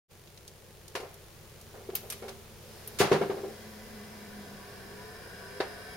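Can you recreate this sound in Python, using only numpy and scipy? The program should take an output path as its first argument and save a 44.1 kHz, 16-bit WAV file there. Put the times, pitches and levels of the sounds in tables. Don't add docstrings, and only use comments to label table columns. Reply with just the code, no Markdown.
import sys
import numpy as np
from scipy import signal
from scipy.fft import rfft, irfft, next_fast_len
from scipy.io import wavfile
from scipy.ndimage import uniform_filter1d

SR = 44100
rng = np.random.default_rng(int(sys.argv[2]) if len(sys.argv) > 2 else 0)


def waveform_to_disk(signal):
    frames = np.transpose(np.atleast_2d(signal))
    scaled = np.clip(frames, -1, 1) * 32767
    samples = np.round(scaled).astype(np.int16)
    wavfile.write(sys.argv[1], SR, samples)


N = 262836
T = np.arange(N) / SR

# f/Hz, level/dB
WIDTH = [(60, -10), (250, -6), (500, -9), (1000, -5.5), (2000, -2.5), (12000, -1)]
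# f/Hz, level/dB
ROOM_COLOUR = [(15, -11), (25, -6.5), (64, -4), (97, -12), (114, -1.5), (141, -3), (217, -11), (263, -23.5),
               (344, -8), (489, -8), (677, -15.5), (1020, -18), (1330, -19.5), (3720, -22), (16000, -27)]
# t/s, level/dB
ROOM_LEVEL = [(.1, -55), (2.0, -50.5), (5.96, -51.5)]
# f/Hz, level/dB
FAN_TONES = [(91.3, -4.5), (150.7, -13)]
# t/s, level/dB, centre/Hz
CLICKS = [(.272, -52, 3000), (0.374, -49, 4000), (0.477, -42, 5300), (.879, -44.5, 5500), (1.14, -47, 7800),
          (1.611, -47.5, 7960), (1.9, -46, 1800), (2.291, -42.5, 4400)]
# f/Hz, level/dB, t60/s
FRAME_MODES = [(138, -20, 0.33), (156.2, -9.5, 0.31), (209, -11, 0.22), (312, -16, 0.3), (388, 0, 0.22),
               (411.8, 0.5, 0.21), (438.4, 3.5, 0.12), (475, 4.5, 0.079), (523, -3.5, 0.14),
               (578, -4, 0.11), (712, -13.5, 0.4), (785, -7.5, 0.18), (953, -18, 0.37), (1049, -10, 0.24),
               (1230, -22, 0.63), (1370, -11.5, 0.29), (2185, 0.5, 0.14), (2424, -12, 0.15),
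               (2888, -3.5, 0.17), (2676, -12, 0.061)]
# f/Hz, level/dB
RATTLE_COLOUR = [(50, -16), (150, -5.5), (280, -15), (450, -3), (800, -7), (1500, -7), (2500, -9.5),
                 (4500, -10.5), (7000, -15.5), (11000, -17), (16000, -28)]
# t/s, ring/dB, ring length/factor, contact corner/Hz, rattle/dB, tilt/(dB per octave)
KNOCKS = [ (.951, -35, 0.82, 1490, -30, -2), (.999, -39, 1, 895, -47, -0.5),
          (1.028, -45.5, 1.1, 890, -40.5, -10), (1.739, -53, 5.4, 970, -48, -8),
          (1.888, -34.5, 0.25, 467, -49, -14), (1.929, -42.5, 0.69, 513, -48, -8),
          (2.030, -55.5, 7.8, 740, -50.5, -11), (2.221, -41, 2.3, 800, -45, -4.5),
          (2.278, -48.5, 1.14, 600, -43, -1)]
# t/s, f/Hz, level/dB
HUM = [(1.5, 223, -72), (1.8, 226.1, -57.5), (3.1, 215, -60), (3.8, 213.5, -49), (4.25, 208, -46),
       (4.47, 201, -45.5), (4.68, 198, -57), (5.96, 190, -55.5)]
# t/s, crack/dB, crack centre/Hz, crack width/octaves, housing/dB, housing centre/Hz
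SNAPS = [(1.951, -25, 13200, .36, -33.5, 3630), (2.100, -32.5, 9000, 0.68, -36.5, 3140),
         (2.122, -35.5, 10000, 0.21, -40, 2150), (2.874, -36.5, 11000, 0.25, -50, 3080)]
# f/Hz, level/dB, t60/s
SWITCH_MODES = [(3640, -11, 0.1), (4920, -6, 0.065), (5720, 4, 0.078), (6100, -11, 0.052),
                (8400, -1, 0.055), (10370, -1, .06), (11600, 6, 0.028), (12100, -2, 0.11),
                (12500, -7, 0.086), (13100, 2, .06), (13700, -3, .05), (14100, -2, 0.066), (14150, -2, .07),
                (14400, -2, .07), (14650, -5, .06)]
# f/Hz, width/Hz, level/dB
CASTING_PEAKS = [(243, 19, -3.5), (356, 6.7, -25.5), (415, 20.6, 0), (515, 19, -6.5), (680, 62, -8),
                 (733, 10, -2), (981, 24, -5.5), (1124, 30, -9), (1485, 47, -6.5), (1540, 20, -8),
                 (1630, 100, -7.5), (1790, 63, -6.5), (2030, 25, -14), (2260, 28, -8), (2380, 38, -12),
                 (2820, 113, -15.5), (3280, 18, -8.5), (3920, 170, -17.5), (4810, 100, -13),
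                 (5380, 140, -21), (8500, 400, -23), (5165, 50, -8.5), (10400, 150, -21), (10930, 240, -22)]
# order/(cycles per turn), level/dB
SHAFT_ORDERS = [(6, -13), (11.93, 3.5), (15, 3), (16.75, -1.5), (18.6, -9), (19.1, -1), (19.96, -2.5),
                (25, -1), (29, -1.5), (30, -1.5), (35, 4), (41.42, 3), (45.55, 0.5), (47.63, 2.5),
                (50.06, -5), (51.85, 3), (60.08, 0.5), (65.08, -0.5), (70.07, -42)]
# f/Hz, level/dB
RUB_COLOUR = [(200, -32), (420, 14.5), (900, -1), (2000, -3), (3000, -5.5), (5300, -1.5), (6200, -6.5),
              (10000, -7), (16000, -10)]
# ring/dB, rattle/dB
LANDINGS = [(-20, -24), (-18, -24), (-25.5, -33), (-28.5, -35.5), (-35.5, -43), (-34, -50), (-45.5, -57)]
# t/s, ring/dB, rattle/dB
FEET = [(0, 0.5, 0), (.010, -6.5, 0), (.038, -12.5, -12.5)]
# level/dB, centre/Hz, width/octaves
JANGLE = [(-31.5, 1870, 0.19), (-35, 4100, 0.18)]


def undb(db):
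    return 10 ** (np.asarray(db) / 20)


def unit(x):
    return x / np.sqrt(np.mean(x ** 2))


def curves(table):
    times, *columns = np.transpose(table)
    return [np.interp(T, times, column) for column in columns]


def colour(points, hz):
    f, db = np.transpose(points)
    return undb(np.interp(np.log(hz), np.log(f), db))


def bell(centre_hz, octaves):
    return lambda hz: np.exp(-.5 * (np.log2(hz / centre_hz) / octaves) ** 2)


def noise(eq, size):
    n = next_fast_len(size, True)
    hz = np.maximum(np.fft.rfftfreq(n, 1 / SR), 1)
    mid, side = rfft(rng.standard_normal((2, n)))
    width = colour(WIDTH, hz)
    pair = (mid + np.array([[1], [-1]]) * width * side) / np.sqrt(1 + width ** 2)
    return unit(irfft(pair * eq(hz), n)[:, :size])


def wander(rate_hz):
    points = rng.standard_normal(int(T[-1] * rate_hz) + 2)
    ramps = np.interp(T * rate_hz, np.arange(len(points)), points)
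    return uniform_filter1d(ramps, int(SR / rate_hz / 2))


def add(out, s, sound):
    i = int(s * SR)
    out[:, i:i + sound.shape[-1]] += sound[..., :N - i]


def attack(t, rise_s):
    return 1 - np.exp(-(t / rise_s) ** 2)


def burst(eq, rise_s, decay_s):
    t = T[:SR // 3]
    envelope = attack(t, rise_s) * np.exp(-t / decay_s)
    return noise(eq, len(t)) * envelope / envelope.max()


def ring(modes, eq, rise_s, size, length=1, spread=0.21):
    t = T[:size]
    hz, db, t60 = np.transpose(modes)[:, :, None]
    lag = np.arctan(spread * colour(WIDTH, hz)) * (-1) ** np.arange(len(hz))[:, None]
    waves = np.array([np.cos(2 * np.pi * hz * t + side * lag) for side in (1, -1)])
    decay = np.exp(-np.log(1000) * t / (t60 * length))
    sound = (waves * undb(db) * eq(hz) * decay).sum(1) * attack(t, rise_s)
    return sound / sound[:, :SR // 100].std()


def tone(hz, db, flutter_db=3, flutter_hz=25, wobble_rad=0.8, wobble_hz=30):
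    level = undb(db + flutter_db * wander(flutter_hz))
    return level * np.sin(2 * np.pi * np.cumsum(hz) / SR + wobble_rad * wander(wobble_hz))


def room_tone():
    room_db, = curves(ROOM_LEVEL)
    fan = sum(tone(np.full(N, hz), db, flutter_db=0.5, flutter_hz=6.9, wobble_rad=0.5, wobble_hz=11)
              for hz, db in FAN_TONES)
    air = noise(lambda f: colour(ROOM_COLOUR, f), N)
    return undb(room_db) * (air + fan)


def electrical_ticks(rate_hz=46.875, db=-40):
    pulses = np.zeros(N)
    pulses[(np.arange(.0044, T[-1], 1 / rate_hz) * SR).astype(int)] = 1
    return undb(db) * np.convolve(pulses, [0.068, 1, 1, 0.039], "same")


def clicks():
    out = np.zeros((2, N))
    for s, db, centre_hz in CLICKS:
        add(out, s, undb(db) * burst(bell(centre_hz, octaves=0.99), rise_s=0.0013, decay_s=0.0059))
    return out


def reflections(dry, t60=0.6, wet_db=-12, predelay_s=0.017, dull_hz=7000, thin_hz=450):
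    t = T[:SR // 2]
    walls = lambda f: 1 / np.sqrt((1 + (f / dull_hz) ** 2) * (1 + (thin_hz / f) ** 2))
    tail = noise(walls, len(t)) * np.exp(-np.log(1000) * t / t60) * (t > predelay_s)
    tail /= np.sqrt(np.mean(np.abs(rfft(tail)[:, :SR // 40]) ** 2))
    return undb(wet_db) * signal.fftconvolve(dry, tail, axes=1)[:, :N]


def frame_hit(ring_db, length, corner_hz, low_cut_hz, rattle_db, tilt_db, rattle_s, contact_cycles=2.34):
    rise_s = contact_cycles / corner_hz
    low_cut = lambda f: 1 / np.sqrt(1 + (low_cut_hz / f) ** 6)
    contact = lambda f: low_cut(f) / np.sqrt(1 + (f / corner_hz) ** 4)
    tilt = lambda f: undb(tilt_db * np.log2(np.maximum(f / 600, 1)))
    body = ring(FRAME_MODES, contact, rise_s, SR // 3, length)
    rattle = burst(lambda f: colour(RATTLE_COLOUR, f) * low_cut(f) * tilt(f), rise_s, rattle_s)
    return undb(ring_db) * body + undb(rattle_db) * rattle


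def knocks(low_cut_hz=370):
    out = np.zeros((2, N))
    for s, ring_db, length, corner_hz, rattle_db, tilt_db in KNOCKS:
        rattle_s = 0.023 * np.sqrt(length)
        add(out, s, frame_hit(ring_db, length, corner_hz, low_cut_hz, rattle_db, tilt_db, rattle_s))
    return out


def hum():
    hz, db = curves(HUM)
    return tone(hz, db)


def switch(rise_s=0.0014, ping_db=-9):
    out = np.zeros((2, N))
    for s, crack_db, centre_hz, octaves, housing_db, housing_hz in SNAPS:
        contact = bell(centre_hz, octaves)
        crack = burst(contact, rise_s, decay_s=0.0057)
        ping = ring(SWITCH_MODES, contact, rise_s, SR // 4)
        housing = burst(bell(housing_hz, octaves=1.53), rise_s, decay_s=0.018)
        add(out, s, undb(crack_db) * crack + undb(housing_db) * housing)
        add(out, s, undb(crack_db + ping_db) * ping)
    return out


def casting(hz):
    peaks = sum(undb(db) ** 2 / (1 + ((hz ** 2 - f ** 2) / (hz * width)) ** 2)
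                for f, width, db in CASTING_PEAKS)
    floor = undb(-58) / (1 + hz / 3000)
    return np.sqrt(peaks + floor ** 2)


def shaft_tones(speed, turns, flutter_db=2, slip_rad=0.45):
    grid_hz = np.arange(1, SR // 2)
    response = casting(grid_hz)
    tones = np.zeros((2, N))
    for order, db in SHAFT_ORDERS:
        hz = order * speed
        level = undb(db + flutter_db * wander(11)) * np.interp(hz, grid_hz, response)
        phase = 2 * np.pi * (order * turns + rng.random())
        phase += slip_rad * wander(28)
        lag = np.arctan(colour(WIDTH, hz + 1)) * rng.choice([-1, 1])
        tones += level * np.sin(phase + np.array([lag, -lag]))
    return unit(tones)


def rolling(pace, shelf_hz=5000):
    roar = noise(casting, N)
    dull = signal.sosfilt(signal.butter(1, shelf_hz, fs=SR, output="sos"), roar)
    return dull + 1.65 * pace ** 2 * (roar - dull)


def rubbing(age, db=-50.5, wear_db_per_s=3, ring_db=12):
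    bands = lambda f: np.hypot(1, undb(ring_db) * casting(f) * f / (f + 4000))
    hiss = noise(lambda f: colour(RUB_COLOUR, f) * bands(f), N)
    return undb(db - wear_db_per_s * age) * attack(age, rise_s=0.19) * hiss


def spindle(start_s=2.49, turns_per_s2=11.583, drag_s=30, bearing_db=-48.5, tone_db=-3, rolling_db=-1):
    age = np.maximum(T - start_s, 0)
    speed = turns_per_s2 * drag_s * (1 - np.exp(-age / drag_s))
    turns = np.cumsum(speed) / SR
    pace = speed / speed.max()
    load = 1 + 0.017 * np.sin(2 * np.pi * turns)
    song = undb(tone_db) * shaft_tones(speed, turns) * pace
    roar = undb(rolling_db) * rolling(pace) * load
    swell = undb(bearing_db) * pace ** 0.42 * attack(age, rise_s=0.28)
    return swell * (song + roar) + rubbing(age) * load


def latch(start_s=2.987, scrape_db=-31.5, drag_db=-26, low_hz=1500, high_hz=11000):
    out = np.zeros((2, N))
    band = lambda f: 1 / np.sqrt((1 + (low_hz / f) ** 4) * (1 + (f / high_hz) ** 6))
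    scrape = burst(band, rise_s=0.00056, decay_s=0.03)
    drag = burst(bell(2200, octaves=1.5), rise_s=0.023, decay_s=0.014)
    add(out, start_s, undb(scrape_db) * scrape + undb(drag_db) * drag)
    return out


def rocking(start_s=3.002, first_gap_s=0.1115, gap_ratio=0.87):
    out = np.zeros((2, N))
    s = start_s
    for k, (ring_db, rattle_db) in enumerate(LANDINGS):
        low_cut_hz = 54.6 + 61 * k
        for lag_s, foot_db, shake_db in FEET:
            hit = frame_hit(ring_db + foot_db, length=0.66,
                            corner_hz=700 * 0.88 ** k, low_cut_hz=low_cut_hz,
                            rattle_db=rattle_db + shake_db, tilt_db=-4 - 1.1 * k,
                            rattle_s=0.039 * 0.75 ** k)
            add(out, s + lag_s, hit)
        s += first_gap_s * gap_ratio ** k
    return out


def whine(start_s=3.37, hold_s=0.91, fade_s=0.2, hz=2022, drift=0.005, db=-65):
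    age = T - start_s
    fader = np.clip(np.minimum(age, hold_s + 2 * fade_s - age) / fade_s, 0, 1)
    return fader * tone(hz * (1 + drift * wander(6.5)), db)


def clack(start_s=5.602):
    out = np.zeros((2, N))
    hit = frame_hit(ring_db=-26, length=0.52, corner_hz=650, low_cut_hz=480,
                    rattle_db=-30.5, tilt_db=-5, rattle_s=0.025, contact_cycles=1.7)
    add(out, start_s, hit)
    for db, centre_hz, octaves in JANGLE:
        add(out, start_s, undb(db) * burst(bell(centre_hz, octaves), rise_s=0.00065, decay_s=0.013))
    return out


def scene(pan_db=0.25):
    hits = knocks() + clicks() + switch() + latch() + rocking() + clack()
    mix = hits + reflections(hits) + spindle() + hum() + whine() + room_tone()
    return mix * undb([[pan_db], [-pan_db]])


def record(dry, notch_hz=7850, notch_leak=0.44, open_s=0.08, fade_s=0.035, top_hz=15750):
    sound = dry + electrical_ticks()
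    notched = signal.lfilter(*signal.iirnotch(notch_hz, Q=12, fs=SR), sound)
    dipped = (1 - notch_leak) * notched + notch_leak * sound
    fade_in = np.clip((T - open_s) / fade_s, 0, 1) ** 2
    high_cut = signal.ellip(8, .2, 70, top_hz, fs=SR, output="sos")
    return signal.sosfilt(high_cut, dipped * fade_in)


dry = scene()
out = record(dry)
waveform_to_disk(out)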